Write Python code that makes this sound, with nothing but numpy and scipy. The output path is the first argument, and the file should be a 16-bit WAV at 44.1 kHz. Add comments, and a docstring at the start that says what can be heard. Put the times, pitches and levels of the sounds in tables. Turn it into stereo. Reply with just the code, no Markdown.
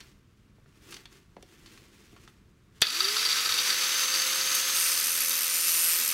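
"""A low workshop rumble lies under gloves rustling and the housing of an angle grinder clicking and bumping.
The switch snaps with a thump, and the motor runs up: its gears whine and knock, its fan makes an airy rush,
and armature and disc hum. A soft puff passes as the tool moves across from the left to a vice.
The disc first grazes a steel part, then is pushed against it: it bites once a turn, at times bouncing.
Gritty noise drives the resonances of the steel, which ring high, while the vice shudders below."""
import sys
import numpy as np
from scipy import signal
from scipy.fft import rfft, irfft
from scipy.io import wavfile
from scipy.ndimage import uniform_filter1d

SR = 44100
rng = np.random.default_rng(int(sys.argv[2]) if len(sys.argv) > 2 else 0)


def int16_out(signal):
    """Quantize to a 16-bit WAV file."""
    q = np.round(np.clip(np.atleast_2d(signal).T, -1, 1) * 32767)
    wavfile.write(sys.argv[1], SR, q.astype(np.int16))


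N = 270333
T = np.arange(N) / SR  # time in seconds
SWITCH_S, TOUCH_S = 2.819, 4.7  # the motor is switched on; the disc begins to press on the steel
PINION_TEETH, CROWN_TEETH = 12, 37  # the small gear on the armature and the large one on the disc


def undb(db):
    """Turn decibels into gain."""
    return 10 ** (np.asarray(db) / 20)


def unit(x):
    """Scale a signal to an rms (average strength) of 1."""
    return x / np.sqrt(np.mean(x ** 2))


def noise():
    """White noise: every frequency equally strong."""
    return rng.standard_normal(N)


def walk(rate):
    """A smooth random wander with rms 1, taking about `rate` new values per second."""
    hold = int(SR / rate)
    steps = np.repeat(rng.standard_normal(N // hold + 1), hold)[:N]
    return unit(uniform_filter1d(steps, hold))


def colour(x, points):
    """Filter to a spectrum of (Hz, dB) points without looking ahead; white noise keeps its level."""
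    size = 4096
    hz, db = np.transpose(points)
    octave = np.log2(np.maximum(np.arange(size // 2 + 1) * SR / size, 10))
    gain = unit(undb(np.interp(octave, np.log2(hz), db)))
    # folding the cepstrum gives a filter that responds as early as it can (minimum phase)
    cepstrum = irfft(np.log(gain))
    cepstrum[1:size // 2] *= 2
    cepstrum[size // 2 + 1:] = 0
    response = irfft(np.exp(rfft(cepstrum)))
    return signal.fftconvolve(x, response)[:N]


def ring(x, modes):
    """Drive decaying resonances (Hz, width Hz, dB) with x; white noise keeps its level."""
    t = T[:SR // 10]
    response = 0
    for k, (hz, width, db) in enumerate(modes):
        decay = width * np.exp(-np.pi * width * t)  # a wider resonance dies sooner
        response = response + (-1) ** k * undb(db) * decay * np.cos(2 * np.pi * hz * t)
    response[0] /= 2  # a half first step keeps the bass out
    return signal.oaconvolve(x, response / np.sqrt(np.sum(response ** 2)))[:N]


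def fade(start, t60):
    """Start suddenly, then decay by 60 dB every t60 seconds."""
    return (T >= start) * undb(-60 * np.maximum(T - start, 0) / t60)


def ramp(start, length):
    """Rise in a straight line from 0 to 1."""
    return np.clip((T - start) / length, 0, 1)


def spell(start, length, edge):
    """Rise, hold and release."""
    return ramp(start, edge) - ramp(start + length, edge)


# The rumble of the workshop. Each row: frequency in Hz, height of the spectrum in dB.
RUMBLE = [(15, -54), (25, -8), (81, -8.5), (131, -8.5), (172, -13.5), (207, -10), (231, -16), (354, -19),
          (604, -31.5), (811, -37), (1120, -29), (1500, -32), (15000, -54)]


def workshop():
    """A low, diffuse rumble, mostly different left and right, which sinks once the tool runs."""
    sink_db = -8.7 * ramp(SWITCH_S, 0.069)
    level_db = -58 + sink_db + 0.7 * walk(15)
    shared = noise()
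    sides = [colour(0.32 * shared + 1.07 * noise(), RUMBLE) for _ in range(2)]
    return np.array(sides) * undb(level_db)


# Strokes of leather gloves and sleeves. Each row: middle in seconds, level in dB, half length in seconds.
STROKES = [(0, -56.5, 0.066), (0.864, -60.5, .08), (0.946, -52, 0.045), (1.152, -58, .04),
           (1.557, -61, 0.09), (1.748, -56, 0.069), (1.987, -60, 0.17), (2.24, -61.5, .06),
           (2.782, -62.5, .025)]
# The sound of rubbed leather. Each row: frequency in Hz, height of the spectrum in dB.
LEATHER = [(150, -6), (335, 9.5), (620, -11), (1200, -5), (2600, -4.5), (4200, -8), (6200, -8.5),
           (8500, -12.5), (15000, -20)]


def rustle():
    """Leather rubs in tiny slips, heard as unevenly flickering noise until the switch snaps."""
    power = undb(-74.5) ** 2  # the gloves never lie quite still
    for middle, db, half in STROKES:
        power = power + (undb(db) / np.cosh((T - middle) / half)) ** 2
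    slips = unit(noise() * undb(1.8 * walk(900) + 1.3 * walk(60)))
    return colour(slips, LEATHER) * np.sqrt(power) * (T < SWITCH_S)


# Clicks and short scrapes of the housing, handled and switched on. Each row: start in seconds, level in dB,
# brightness in dB per octave, time to decay by 60 dB in seconds.
CLICKS = [(.004, -42.5, -0.5, 0.053), (.66, -55, -11, 0.02), (.907, -49, 10, 0.16),
          (0.923, -41, -2.5, 0.067), (0.942, -39, 1.5, 0.044), (.966, -41.5, -1.5, .035),
          (1.055, -39.5, -4, 0.024), (1.127, -49, 3, 0.0088), (1.366, -48.5, -8, .03),
          (1.426, -44.5, 3, 0.022), (1.66, -48.5, -0.5, 0.082), (1.775, -48.5, -2.5, .04),
          (2.163, -49.5, -7, 0.06), (2.276, -47, -4.5, 0.038), (2.806, -46, 1, .12),
          (2.817, -12.5, 7.5, .012), (2.82, -8.5, 0.5, 0.016)]
# Resonances of the plastic housing. Each row: frequency in Hz, width in Hz, height in dB before brightness.
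HOUSING = [(360, 130, -17), (1246, 480, -3.5), (2390, 590, -2), (3320, 720, -0.5), (4480, 360, 1.5),
           (5750, 1030, -3.5), (8700, 6200, -16)]


def clicks():
    """Short bursts of noise ring the housing; a harder contact favours its higher resonances."""
    total = 0
    for start, db, bright, t60 in CLICKS:
        modes = [(hz, width, mode_db + bright * np.log2(hz)) for hz, width, mode_db in HOUSING]
        total = total + undb(db) * ring(noise() * fade(start, t60), modes)
    return total


# Dull bumps of the tool's body. Each row: start in seconds, level in dB, pitch in Hz,
# time to decay by 60 dB in seconds.
BUMPS = [(0.583, -57, 450, 0.033), (1.367, -38, 518, 0.023), (1.366, -50, 200, 0.11),
         (1.381, -51, 450, .04), (1.429, -47.5, 390, 0.038), (2.127, -52, 219, 0.15),
         (2.819, -32, 454, 0.03)]
# What a bump rings with. Each row: multiple of its pitch, level in dB relative to the bump.
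BODY = [(.7, -5), (1, 0), (1.4, -2), (1.9, -4.5), (3.2, -15)]


def bumps():
    """The struck body of the tool rings with a few dying tones that are not harmonics."""
    total = 0
    for start, db, hz, t60 in BUMPS:
        for k, (ratio, part_db) in enumerate(BODY):
            tone = np.sin(2 * np.pi * hz * ratio * (T - start)) * fade(start, t60)
            total = total + (-1) ** k * undb(db + part_db) * tone
    return total


# The low thump with the snap of the switch. The row: level on the left in dB, pitch in Hz,
# time to decay by 60 dB in seconds, right minus left level in dB.
THUMP = (-14.5, 127, 0.02, -9)


def thump():
    """The motor jerks into motion: a brief low tone, out of phase and weaker on the right."""
    db, hz, t60, right_db = THUMP
    left = undb(db) * np.sin(2 * np.pi * hz * (T - SWITCH_S)) * fade(SWITCH_S, t60)
    return np.array([left, -undb(right_db) * left])


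def motor_speed():
    """Turns per second: the armature kicks off, climbs to its free speed, and sags under load."""
    kick_s, climb_s, kick_share = .0755, .3794, .548  # two time constants; the kick's share of the speed
    sag_hz, sag_s = 21.6, .72  # how far the speed sags on the steel, and its time constant
    running, loaded = np.maximum(T - SWITCH_S, 0), np.maximum(T - TOUCH_S, 0)
    lag = kick_share * np.exp(-running / kick_s) + (1 - kick_share) * np.exp(-running / climb_s)
    return FREE_HZ * (1 - lag) - sag_hz * (1 - np.exp(-loaded / sag_s))


FREE_HZ = 531.95  # turns per second of the armature, running free
LOAD_S = 0.17  # time constant with which the teeth take up the load


def loudness(law, motor_hz, carried):
    """Level in dB of one sound of the tool, from its speed, its place and the load."""
    free_db, speed_db, vice_db, load_db = law
    doublings = np.log2(np.maximum(motor_hz, 1) / FREE_HZ)
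    load = 1 - np.exp(-np.maximum(T - TOUCH_S, 0) / LOAD_S)
    return free_db + speed_db * doublings + vice_db * carried + load_db * load


# How loud the gears whine and rattle. Each row: level at free speed in dB, rise in dB per doubling of speed,
# change in dB at the vice, change in dB under load.
WHINE = (-35.5, 32, .5, -4.5)
RATTLE = (-31.3, 4, -5, -7)
# The hardest knocks of the gear teeth across their play. Each row: start in seconds, level in dB.
GEAR_KNOCKS = [(2.822, -12), (2.8676, -23), (2.8815, -25.5), (2.9004, -27), (2.9627, -23.5), (3.004, -17),
               (3.0435, -21), (3.0845, -20), (3.1664, -18.5), (3.251, -17), (3.3146, -18.5), (3.456, -18.5),
               (3.491, -21), (3.521, -19), (3.5403, -22), (3.917, -23.5), (4.0343, -21), (4.141, -21),
               (4.1975, -21), (4.4109, -23), (4.473, -24), (4.7637, -21), (5.311, -25), (5.3373, -26)]
# Resonances of the gearbox. 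Each row: frequency in Hz, width in Hz, height in dB.
GEARBOX = [(1302, 94, -3.5), (2600, 550, -14), (3730, 280, -2), (4460, 230, 1.5), (4693, 150, 6),
           (5900, 210, -6.5), (8300, 840, -30), (10900, 330, -15)]


def gears(motor_hz, turns, carried):
    """Meshing teeth whine; lightly loaded, they knock across their play in uneven flurries."""
    whine_db = loudness(WHINE, motor_hz, carried)
    rattle_db = loudness(RATTLE, motor_hz, carried)
    mesh = PINION_TEETH * turns + 0.069 * walk(65)
    whine = np.sqrt(2) * np.sin(2 * np.pi * mesh) * undb(whine_db + 1.8 * walk(30))
    # the armature runs slightly out of true, which adds a tone one turn below the mesh
    sideband = np.sin(2 * np.pi * (mesh - turns + .2 * walk(120))) * undb(whine_db - 10)
    contacts = rng.random(N) < 2000 / SR  # about 2000 random knocks per second
    flurries = undb(4.1 * walk(260) + 1.4 * walk(45))
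    knocks = unit(contacts * rng.choice([-1, 1], N) * flurries)
    hardest = sum(undb(db) * fade(start, 0.032) for start, db in GEAR_KNOCKS)
    return whine + sideband + ring(knocks * undb(rattle_db) + hardest * noise(), GEARBOX)


# How loud the cooling air rushes. The row: level at free speed in dB, rise in dB per doubling of speed,
# change in dB at the vice, change in dB under load.
RUSH = (-28, 6, -1.83, -3.5)
# The sound of air and brushes. Each row: frequency in Hz, height of the spectrum in dB.
AIR = [(60, -41), (200, -19), (430, -11), (620, -17.5), (820, -15), (1250, -2), (1700, -2), (3200, -1),
       (6200, -1.5), (7000, -5), (8500, -6), (9600, -10), (11100, -6), (15500, -15.5)]


def fan(motor_hz, turns, carried):
    """Cooling air and brushes hiss, fluttering a little with each turn; the vents beam the treble."""
    flutter = undb(1.24 * walk(300) + .5 * walk(24.89) + 1.04 * np.sin(2 * np.pi * turns))
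    air = colour(noise() * flutter, AIR) * undb(loudness(RUSH, motor_hz, carried))
    # the vents turn towards the vice on the way: the treble goes from -2.5 to 3 dB
    vents_db = -2.5 + 5.5 * carried
    highpass = signal.butter(2, 7000, "high", fs=SR, output="sos")
    treble = signal.sosfiltfilt(highpass, air)
    return air + treble * (undb(vents_db) - 1)


# How loud the armature hums. The row: level at free speed in dB, rise in dB per doubling of speed,
# change in dB at the vice, change in dB under load.
HUM = (-54.5, 5.5, 1, -3.5)
# The hum swells as it passes this resonance of the housing. The row: frequency in Hz, width in Hz, lift in dB.
HUM_RESONANCE = (391, 53, 10)


def unbalance(motor_hz, turns, disc_turns, carried):
    """Armature and disc each hum at their own turning rate, the disc mainly when it nears full speed."""
    hz, width, lift_db = HUM_RESONANCE
    swell_db = lift_db * np.exp(-((motor_hz - hz) / width) ** 2)
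    hum_db = loudness(HUM, motor_hz, carried) + swell_db + 1.0 * walk(16)
    armature = np.sqrt(2) * np.sin(2 * np.pi * turns) * undb(hum_db)
    once = np.sin(2 * np.pi * disc_turns) * undb(-65.5)
    twice = np.sin(4 * np.pi * disc_turns) * undb(-61)
    return armature + (motor_hz / FREE_HZ) ** 4 * (once + twice)


# The fan's draught brushes the microphone. The row: middle in seconds, level in dB, half length in seconds.
DRAUGHT = (3.52, -45, 0.013)


def draught():
    """A soft low puff of noise, different left and right."""
    middle, db, half = DRAUGHT
    puff = [(25, -18), (85, 0), (140, -6.5), (300, -37), (2000, -70)]  # Hz, dB
    sides = np.array([colour(noise(), puff) for _ in range(2)])
    return sides * undb(db) * np.exp(-((T - middle) / half) ** 2)


# The disc grazes the steel. Each row: start in seconds, level in dB, time to decay by 60 dB in seconds.
GRAZES = [(4.546, -26.5, 0.082)]
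# The disc is pushed against the steel. Each row: start in seconds, length in seconds, level in dB,
# change of the lower resonances of the steel in dB.
PUSHES = [(4.697, .24, -29, 1.5), (4.941, 0.54, -29, -1.5), (5.489, .14, -30, 2), (5.631, 0.296, -26, -1),
          (5.93, .17, -27, -4)]
PUSH_EDGE_S = 0.046  # pressure builds and eases over this time
# Spells in which the tool bounces. Each row: start in seconds, length in seconds,
# how far every second bite is skipped, from 0 to 1.
BOUNCES = [(4.907, 0.565, 0.88), (5.96, 0.16, 1)]
BOUNCE_EDGE_S, BOUNCE_REST = 0.05, .25  # a spell builds over this time; the skip between spells (0-1)
# Resonances of the steel part. Each row: frequency in Hz, width in Hz, height in dB.
STEEL = [(2670, 260, -8.5), (4640, 150, -9.5), (5130, 130, -6), (5450, 135, -7.5), (5795, 130, -8),
         (7010, 87, -4), (8320, 130, -4), (8840, 68, -3.5), (9030, 49, 1.5), (9530, 130, -2),
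         (9900, 92, -13), (11300, 150, 0.5), (11460, 120, -11), (11800, 180, -19), (13840, 170, -6),
         (13800, 120, -7)]
# The scratching of grit. Each row: frequency in Hz, height of the spectrum in dB.
GRIT = [(200, -41), (800, -26), (1400, -12), (2800, -1), (6000, -9), (7500, 2.5), (10000, 4.5), (12800, -5),
        (15500, -17)]
# The vice and the tool's body, shaken by each bite. Each row: frequency in Hz, width in Hz, height in dB.
VICE = [(238, 16, 0), (338, 43, -7.5)]


def disc_bites(disc_turns):
    """The high spot of the disc bites once a turn; when the tool bounces, every second bite is weak."""
    bounce = BOUNCE_REST
    for start, length, depth in BOUNCES:
        bounce = bounce + (depth - BOUNCE_REST) * spell(start, length, BOUNCE_EDGE_S)
    turn, phase = disc_turns.astype(int), disc_turns % 1
    chance = rng.standard_normal((turn[-1] + 1, 2))
    # now and then the bounce slips by one turn
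    skipped = (turn + np.cumsum(chance[:, 1] > 1.6)[turn]) % 2
    force = undb(1.0 * chance[turn, 0]) * (1 - np.clip(bounce, 0, 1) * skipped)
    return force * (1 - np.exp(-phase / .08)) * np.exp(-(phase / .38) ** 2)


def grinding(disc_turns):
    """Biting grains make the steel screech and scratch, and shake the vice and the tool's body."""
    push = sum(undb(db) * spell(start, length, PUSH_EDGE_S) for start, length, db, _ in PUSHES)
    lower_db = sum(db * spell(start, length, PUSH_EDGE_S) for start, length, _, db in PUSHES)
    bite = disc_bites(disc_turns)
    pressure = .16 + bite  # the disc also rubs between bites
    pressure = pressure / np.sqrt(uniform_filter1d(pressure ** 2, SR // 20))  # even out the average level
    touching = ramp(TOUCH_S, 0.092)
    grazing = sum(undb(db) * fade(start, t60) for start, db, t60 in GRAZES)
    contact = pressure * push * touching + grazing
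    # the same grains on the rim come round every turn, among others that break away
    rim = unit(irfft(np.exp(2j * np.pi * rng.random(128)), 4096))
    repeating = rim[(disc_turns % 1 * len(rim)).astype(int)]
    grains = unit(.5 * repeating + noise() * undb(1.5 * walk(4000))) * contact
    # as the point of contact wanders, each mode of the steel swells and sinks
    weights = unit(np.array([undb(db) * np.sqrt(width) for _, width, db in STEEL])) / np.sqrt(len(STEEL))
    screech = 0
    for weight, mode in zip(weights, STEEL):
        is_lower = mode[0] < 10700
        drive = grains * undb(1.3 * walk(9) + lower_db * is_lower)
        screech = screech + weight * ring(drive, [mode])
    scratch = colour(noise() * contact, GRIT)
    shudder = unit(ring(bite * touching, VICE)) * undb(2.0 * walk(11))
    return screech + undb(-7.5) * scratch + undb(-66.5) * shudder


def pan(x, db):
    """Place a sound by its left minus right level."""
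    return x * undb(np.array([db + 0 * T, -db + 0 * T]) / 2)


def room(x, t60, wet_db):
    """Close, cluttered walls: a short, coloured echo of decaying noise that differs left and right."""
    t = T[:SR // 2]
    tails = rng.standard_normal((2, len(t))) * undb(-60 * t / t60) * (t > .003)
    walls = [(100, -5), (2500, 4), (6000, -0.5), (8500, -11.5), (14000, 3.5), (18000, -2)]  # Hz, dB
    coloured = colour(x, walls)
    echoes = [signal.fftconvolve(coloured, tail / np.sqrt(np.sum(tail ** 2)))[:N] for tail in tails]
    return undb(wet_db) * np.array(echoes)


def scene():
    """Handling off to the left, then the running tool moves in to the vice and grinds."""
    hands = rustle() + clicks() + bumps()
    motor_hz = motor_speed()
    carried = ramp(3.36, 1.3)  # the tool's way to the vice: start and length in seconds
    tool_pan_db = 2.5 - 2.8 * carried  # left minus right: from 2.5 to -0.3 dB
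    turns = np.cumsum(motor_hz) / SR
    disc_turns = turns * PINION_TEETH / CROWN_TEETH
    tool = gears(motor_hz, turns, carried) + fan(motor_hz, turns, carried)
    tool = tool + unbalance(motor_hz, turns, disc_turns, carried)
    tool = tool * ramp(SWITCH_S, .005)  # silent until switched on
    steel = grinding(disc_turns)
    direct = pan(hands, 4.4) + pan(tool, tool_pan_db) + pan(steel, -.3)
    echoes = room(hands, 0.23, -6.5) + room(tool, 0.19, -9.5) + room(steel, 0.12, -14.5)
    return workshop() + direct + echoes + thump() + draught()


def record(dry):
    """Round the loudest peaks softly and cut the top above 15750 Hz."""
    ceiling = 0.53
    rounded = ceiling * np.tanh(dry / ceiling)
    lowpass = signal.ellip(10, .2, 80, 15750, fs=SR, output="sos")
    return signal.sosfilt(lowpass, rounded)


dry = scene()
out = record(dry)
int16_out(out)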